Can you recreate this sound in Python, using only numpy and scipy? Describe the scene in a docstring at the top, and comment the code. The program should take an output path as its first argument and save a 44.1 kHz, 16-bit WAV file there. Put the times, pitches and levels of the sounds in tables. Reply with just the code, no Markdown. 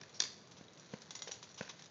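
"""A kick scooter rolls away from the microphone along a paved path in the woods.
Its metal deck clacks down hard and bounces, a loose steering joint clinks, and the small wheels rumble
and tick over grit. The rider's shoe thuds and scuffs on the asphalt. Around the path, tree trunks
scatter a soft, bright tail. Heard in mono on a small microphone with no deep bass and little top end."""
import sys
import numpy as np
from scipy import signal
from scipy.fft import rfft, irfft
from scipy.io import wavfile

SR = 44100
rng = np.random.default_rng(int(sys.argv[2]) if len(sys.argv) > 2 else 0)


def to_wav(s):
    """Save 16-bit WAV."""
    ch = np.atleast_2d(s).T  # columns
    pcm = np.round(np.clip(ch, -1, 1) * 32767)  # PCM
    wavfile.write(sys.argv[1], SR, pcm.astype(np.int16))


N = 83790
T = np.arange(N) / SR

# Levels in all tables are relative; each source adds its own offset.
# the deck lands and bounces: (time [s], level [dB], extra level of the dull body [dB])
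DECK_BOUNCES = [(0.0123, -46, 10), (0.0331, -49.5, 9.5), (0.2020, -20, -2.5), (0.2202, -27, -2.5),
                (0.2366, -35, 2), (0.2507, -42, 9.5), (1.6945, -49.5, 12.5), (1.698, -56, -6)]
# ringing modes of the deck: (frequency [Hz], level [dB], t60 [s])
DECK_MODES = [(1036, -23.5, 0.04), (1550, -17, 0.018), (1980, -21, 0.033), (2233, -22.5, 0.11),
              (3623, -5.5, 0.042), (4110, -13, 0.038), (4450, -10, 0.023), (4870, -8, 0.047),
              (5500, -3, 0.028), (5710, 0.5, 0.017), (6580, -10, 0.034)]
# its dense, quickly damped modes: (frequency [Hz], level [dB])
CRACK_SPECTRUM = [(200, -25), (1000, -22.5), (2900, -18), (3650, -8), (4200, -6.5), (4900, -8.5),
                  (5750, -0.5), (6250, -12), (7000, -9.5), (8500, -17)]
# its duller body: (frequency [Hz], level [dB])
BODY_SPECTRUM = [(100, -24), (300, 2), (750, -10), (1050, -1.5), (1300, -13), (1700, 3), (2000, -7),
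                 (2250, -1.5), (2450, -3), (2900, -8.5), (5000, -17.5)]
# the loose joint knocks: (time [s], level [dB], extra ring [dB], extra for the low modes [dB])
JOINT_CLINKS = [(0.0930, -56, -1, 3), (0.126, -60, -7, 3), (0.1532, -56.5, 8, -14), (0.4726, -57, -4, -6),
                (0.5114, -53.5, -1, -9), (0.518, -53.5, -7, -8), (0.6390, -60, -8, 13),
                (0.6820, -65, -3, 19), (0.733, -56.5, -19, 0), (0.774, -54, -5, -5), (0.796, -55, 3.5, -6),
                (0.8958, -69, -8, -3), (1.0181, -47, -18, -7), (1.1064, -39, -10, 6.5),
                (1.1500, -51.5, -2, 6), (1.1521, -40.5, 2.5, -4.5), (1.1650, -51.5, 5, -3),
                (1.191, -48, -2, 3), (1.2202, -39.5, 5, -1), (1.261, -59, 2, -3), (1.3126, -40.5, -5, -5),
                (1.3173, -43.5, 5.5, -7), (1.339, -47, -9, 6), (1.357, -55, -5, -2),
                (1.4272, -44, -6.5, -5), (1.491, -57, 5, -8), (1.513, -57, 0.5, -1),
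                (1.5429, -53.5, 2, -12), (1.5786, -48, -15, -2), (1.5875, -61, -6, -10),
                (1.619, -61, 7, -5), (1.6575, -59, -8, -1), (1.693, -56.5, 3.5, 12), (1.7932, -48, -21, 9),
                (1.822, -50.5, -20, 9), (1.8390, -52.5, -5, 6), (1.8582, -51, -11, -5)]
# modes of the steering tube: (frequency [Hz], level [dB], t60 [s])
TUBE_MODES = [(2058, -15.5, 0.12), (3460, -14, 0.024), (3406, -2.5, 0.02), (3850, -1, .03),
              (4500, -8, 0.031), (5770, -5, 0.1), (5850, -0.5, 0.058), (5800, -13, 0.074),
              (6700, -11.5, 0.023), (6830, -9.5, 0.08)]
# the tick that starts each clink: (frequency [Hz], level [dB])
TICK_SPECTRUM = [(300, -17), (1000, -2.5), (1700, -7.5), (2800, -5.5), (3700, 1), (4700, -2), (6000, 1.5),
                 (6900, -2), (8500, -4)]
# footfalls: (time [s], thump [dB], sole slap [dB], hard tap [dB], grit [dB])
FOOTFALLS = [(0.6092, -42, -63, -64, -58.5), (0.9360, -31, -30, -47.5, -43),
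             (1.2735, -46.5, -35.5, -48.5, -48), (1.2910, -53.5, -37.5, -62, -51.5),
             (1.6086, -31, -29, -35, -43.5), (1.6766, -59, -55, -46.5, -67)]
# the hard edge of the sole: (frequency [Hz], level [dB], t60 [s])
TAP_MODES = [(975, -4, 0.013), (1524, 2, 0.014), (1750, -4, 0.015), (2550, -6.5, 0.008)]
# grit crunching underfoot: (frequency [Hz], level [dB])
GRIT_SPECTRUM = [(200, -16), (600, 5), (1200, -5.5), (1600, -8.5), (2200, -2), (2700, -5.5), (3400, -13),
                 (5000, -10), (8000, -15.5)]
# the sole scuffs: (time [s], length [s], level [dB])
SOLE_SCUFFS = [(0.562, 0.021, -59), (0.912, 0.027, -60), (1.271, 0.012, -47.5), (1.424, 0.018, -56),
               (1.573, 0.025, -52), (1.621, 0.0066, -49.5), (1.633, 0.042, -59.5), (1.688, .011, -50),
               (1.7, 0.012, -56.5)]
# sole dragging on asphalt: (frequency [Hz], level [dB])
SCUFF_SPECTRUM = [(300, -13.5), (1000, 8), (1800, -6.5), (2250, 0.5), (2800, 3), (3500, 6.5), (4700, 2.5),
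                  (6200, 7), (8000, -16.5)]
# wheels on rough asphalt: (time [s], level [dB])
ROLL_LEVELS = [(0, -62.5), (.4, -68.5), (.6, -62.5), (.72, -66), (.82, -60), (1.0, -61), (1.3, -62),
               (1.52, -61.5), (1.68, -63), (1.76, -63.5), (1.82, -57.5), (1.9, -66.5)]
# their hiss and ticks: (frequency [Hz], level [dB])
ROLL_SPECTRUM = [(500, -10.5), (1600, 0), (2800, -9), (3600, -1), (4300, 1.5), (5200, -7.5), (5850, -1),
                 (6700, -4), (8500, -19)]
# a wheel skids: (time [s], length [s], level [dB])
WHEEL_SKIDS = [(0.137, 0.039, -54.5), (0.191, 0.0082, -45)]
# the thin hiss of a skid: (frequency [Hz], level [dB])
SKID_SPECTRUM = [(1500, -16), (3500, -14), (4500, -2), (5100, -6), (5600, 2), (6300, -11), (8000, -11.5)]
# echoes off trunks and leaves: (frequency [Hz], level [dB])
ECHO_SPECTRUM = [(100, -21.5), (600, -2), (1700, -1.5), (2700, 0), (3900, -3), (4900, 2.5), (5700, -5.5),
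                 (6800, -0.5), (9000, 1.5)]
# wheel rumble and the air of the woods: (frequency [Hz], level [dB])
RUMBLE_SPECTRUM = [(25, -12.5), (50, -21), (80, -4.5), (120, 1), (160, 2), (195, 0.5), (250, -4.5),
                   (500, -5), (800, -10.5), (1500, -15.5), (3000, -21), (7000, -27)]

CONTACT_S, LOW_MODES_BELOW_HZ = 0.0004, 4500
RUMBLE_DB, RUMBLE_DB_PER_S = -60, -1.27
MIC_LOW_HZ, MIC_TOP_HZ, MIC_LEAK_DB, MIC_LIMIT_HZ = 82, 7070, -31.5, 9100


def deck():
    """Each bounce gives a crack, a dull body and a metallic ring; the deck is too small to radiate bass."""
    times, db, body_db = np.transpose(DECK_BOUNCES)
    crack = bursts(times - 0.0005, db + 0.5, attack_s=0.00094, t60=0.01, hold_s=0.00067)
    body = bursts(times, db + body_db - 13.5, attack_s=0.001, t60=0.023, hold_s=0.002)
    clack = noise(CRACK_SPECTRUM) * crack + noise(BODY_SPECTRUM) * body
    metal = strike(times + 0.00018, db - 7.5, DECK_MODES, vary_db=0.5)
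    return butterworth(clack + metal, "high", hz=257, order=2)


def steering_joint():
    """Play in the steering column: a tick, a short buzz, and the tube rings."""
    times, db, ring_db, low_db = np.transpose(JOINT_CLINKS)
    tick = bursts(times, db + 3.5, attack_s=0.0004, t60=0.01)
    buzz = bursts(times, db - 6.5, attack_s=0.0036, t60=0.065)
    rattle = noise(TICK_SPECTRUM) * (tick + buzz)
    return rattle + strike(times + 0.0004, db + ring_db - 3.5, TUBE_MODES, vary_db=1, low_db=low_db)


def footfalls():
    """The shoe lands: its soft sole thumps and slaps, its hard edge taps, and grit crunches."""
    times, thump_db, slap_db, tap_db, grit_db = np.transpose(FOOTFALLS)
    thump = ring(times + 0.00047, thump_db, hz=196.5, t60=0.028)
    slap = ring(times, slap_db, hz=460, t60=0.018)
    thud = butterworth(thump + slap, "low", hz=900, order=2)
    tap = strike(times + 0.00137, tap_db, TAP_MODES, vary_db=1.2)
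    crunch = noise(GRIT_SPECTRUM) * bursts(times, grit_db, attack_s=0.0013, t60=0.029, hold_s=0.001)
    return thud + tap + crunch


def scuffs():
    """The sole drags over grit in short, grainy hisses."""
    times, length, db = np.transpose(SOLE_SCUFFS)
    drag = rms_one(noise(SCUFF_SPECTRUM) + coloured(grains(per_s=1500, spread_db=1), SCUFF_SPECTRUM))
    return drag * bursts(times, db, attack_s=0.006, t60=0.025, hold_s=length - 0.003)


def wheels():
    """Small wheels hiss on the asphalt, tick over grit and briefly skid."""
    hiss = noise(ROLL_SPECTRUM)
    ticks = coloured(grains(per_s=260, spread_db=-5), ROLL_SPECTRUM)
    roll_gain = from_db(np.interp(T, *np.transpose(ROLL_LEVELS)) - 3)
    times, length, db = np.transpose(WHEEL_SKIDS)
    skids = noise(SKID_SPECTRUM) * bursts(times, db, attack_s=0.0063, t60=0.057, hold_s=length - 0.005)
    return rms_one(hiss + ticks) * roll_gain + skids


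def woods(x):
    """Trunks and leaves around the path send many small echoes back to the microphone."""
    decay = bursts([0.004], [0], attack_s=0.0094, t60=0.48)
    echoes = coloured(grains(per_s=4000, spread_db=5.5), ECHO_SPECTRUM) * decay
    echoes /= np.sqrt(np.sum(echoes ** 2))
    return from_db(-7) * signal.fftconvolve(x, echoes)[:N]


def rumble():
    """Low wheel rumble and woodland air, fading slightly as the scooter gains distance."""
    return from_db(RUMBLE_DB + RUMBLE_DB_PER_S * T) * noise(RUMBLE_SPECTRUM)


def strike(times, db, modes, vary_db, low_db=0):
    """Blows on a body, each with a slightly different balance of its modes."""
    shape = (len(times), len(modes))
    uneven_db = vary_db * rng.standard_normal(shape)
    lag = CONTACT_S * rng.random(shape)
    ringing = np.zeros(N)
    for k, (hz, level, t60) in enumerate(modes):
        mode_db = db + level + uneven_db[:, k] + low_db * (hz < LOW_MODES_BELOW_HZ)
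        ringing += ring(times + lag[:, k], mode_db, hz, t60)
    return ringing


def ring(times, db, hz, t60):
    """Each blow sets one damped mode ringing."""
    blows = np.zeros(N)
    blows[np.clip(times * SR, 0, N - 1).astype(int)] = from_db(db)
    radius = np.exp(-np.log(1000) / (t60 * SR))
    angle = 2 * np.pi * hz / SR
    return signal.lfilter([0.5, 0, -0.5], [1, -2 * radius * np.cos(angle), radius ** 2], blows + 1e-18)


def bursts(times, db, attack_s, t60, hold_s=0):
    """Sum of envelopes that rise, hold and die away."""
    age = T - np.asarray(times)[:, None]
    rise = np.clip(age / attack_s, 0, 1)
    falling_s = np.maximum(age - attack_s - np.reshape(hold_s, (-1, 1)), 0)
    fall = np.exp(-np.log(1000) * np.minimum(falling_s / t60, 10))
    return from_db(db) @ (rise * fall)


def grains(per_s, spread_db):
    """Random clicks of uneven size."""
    sizes = from_db(spread_db * np.minimum(rng.exponential(1, N), 4)) * rng.choice([-1, 1], N)
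    return sizes * (rng.random(N) < per_s / SR)


def noise(spectrum):
    """Coloured noise of rms 1."""
    return coloured(rng.standard_normal(N), spectrum)


def coloured(x, spectrum):
    """Give a steady signal a spectrum; rms 1."""
    hz, db = np.transpose(spectrum)
    bin_hz = np.maximum(np.arange(N // 2 + 1) * SR / N, 1)
    gain = from_db(np.interp(np.log(bin_hz), np.log(hz), db))
    return rms_one(irfft(rfft(x) * gain, N))


def butterworth(x, kind, hz, order):
    """Low-pass or high-pass filter."""
    return signal.sosfilt(signal.butter(order, hz, kind, fs=SR, output="sos"), x)


def rms_one(x):
    """Scale to rms 1."""
    return x / np.sqrt(np.mean(x ** 2) + 1e-20)


def from_db(db):
    """Decibels to gain."""
    return 10 ** (np.asarray(db) / 20)


def scene():
    """From the path: scooter and shoe echo among the trees, over rolling wheels and a receding rumble."""
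    direct = deck() + steering_joint() + footfalls() + scuffs()
    return (direct + woods(direct) + wheels() + rumble())[None]


def record(dry):
    """A small microphone: no deep bass, and only a trace of top end leaks through, up to a steep limit."""
    thin = butterworth(dry, "high", MIC_LOW_HZ, order=3)
    dull = butterworth(thin, "low", MIC_TOP_HZ, order=26)
    band_limit = signal.ellip(10, 0.5, 80, MIC_LIMIT_HZ, fs=SR, output="sos")
    return signal.sosfilt(band_limit, dull + from_db(MIC_LEAK_DB) * thin)


dry = scene()
out = record(dry)
to_wav(out)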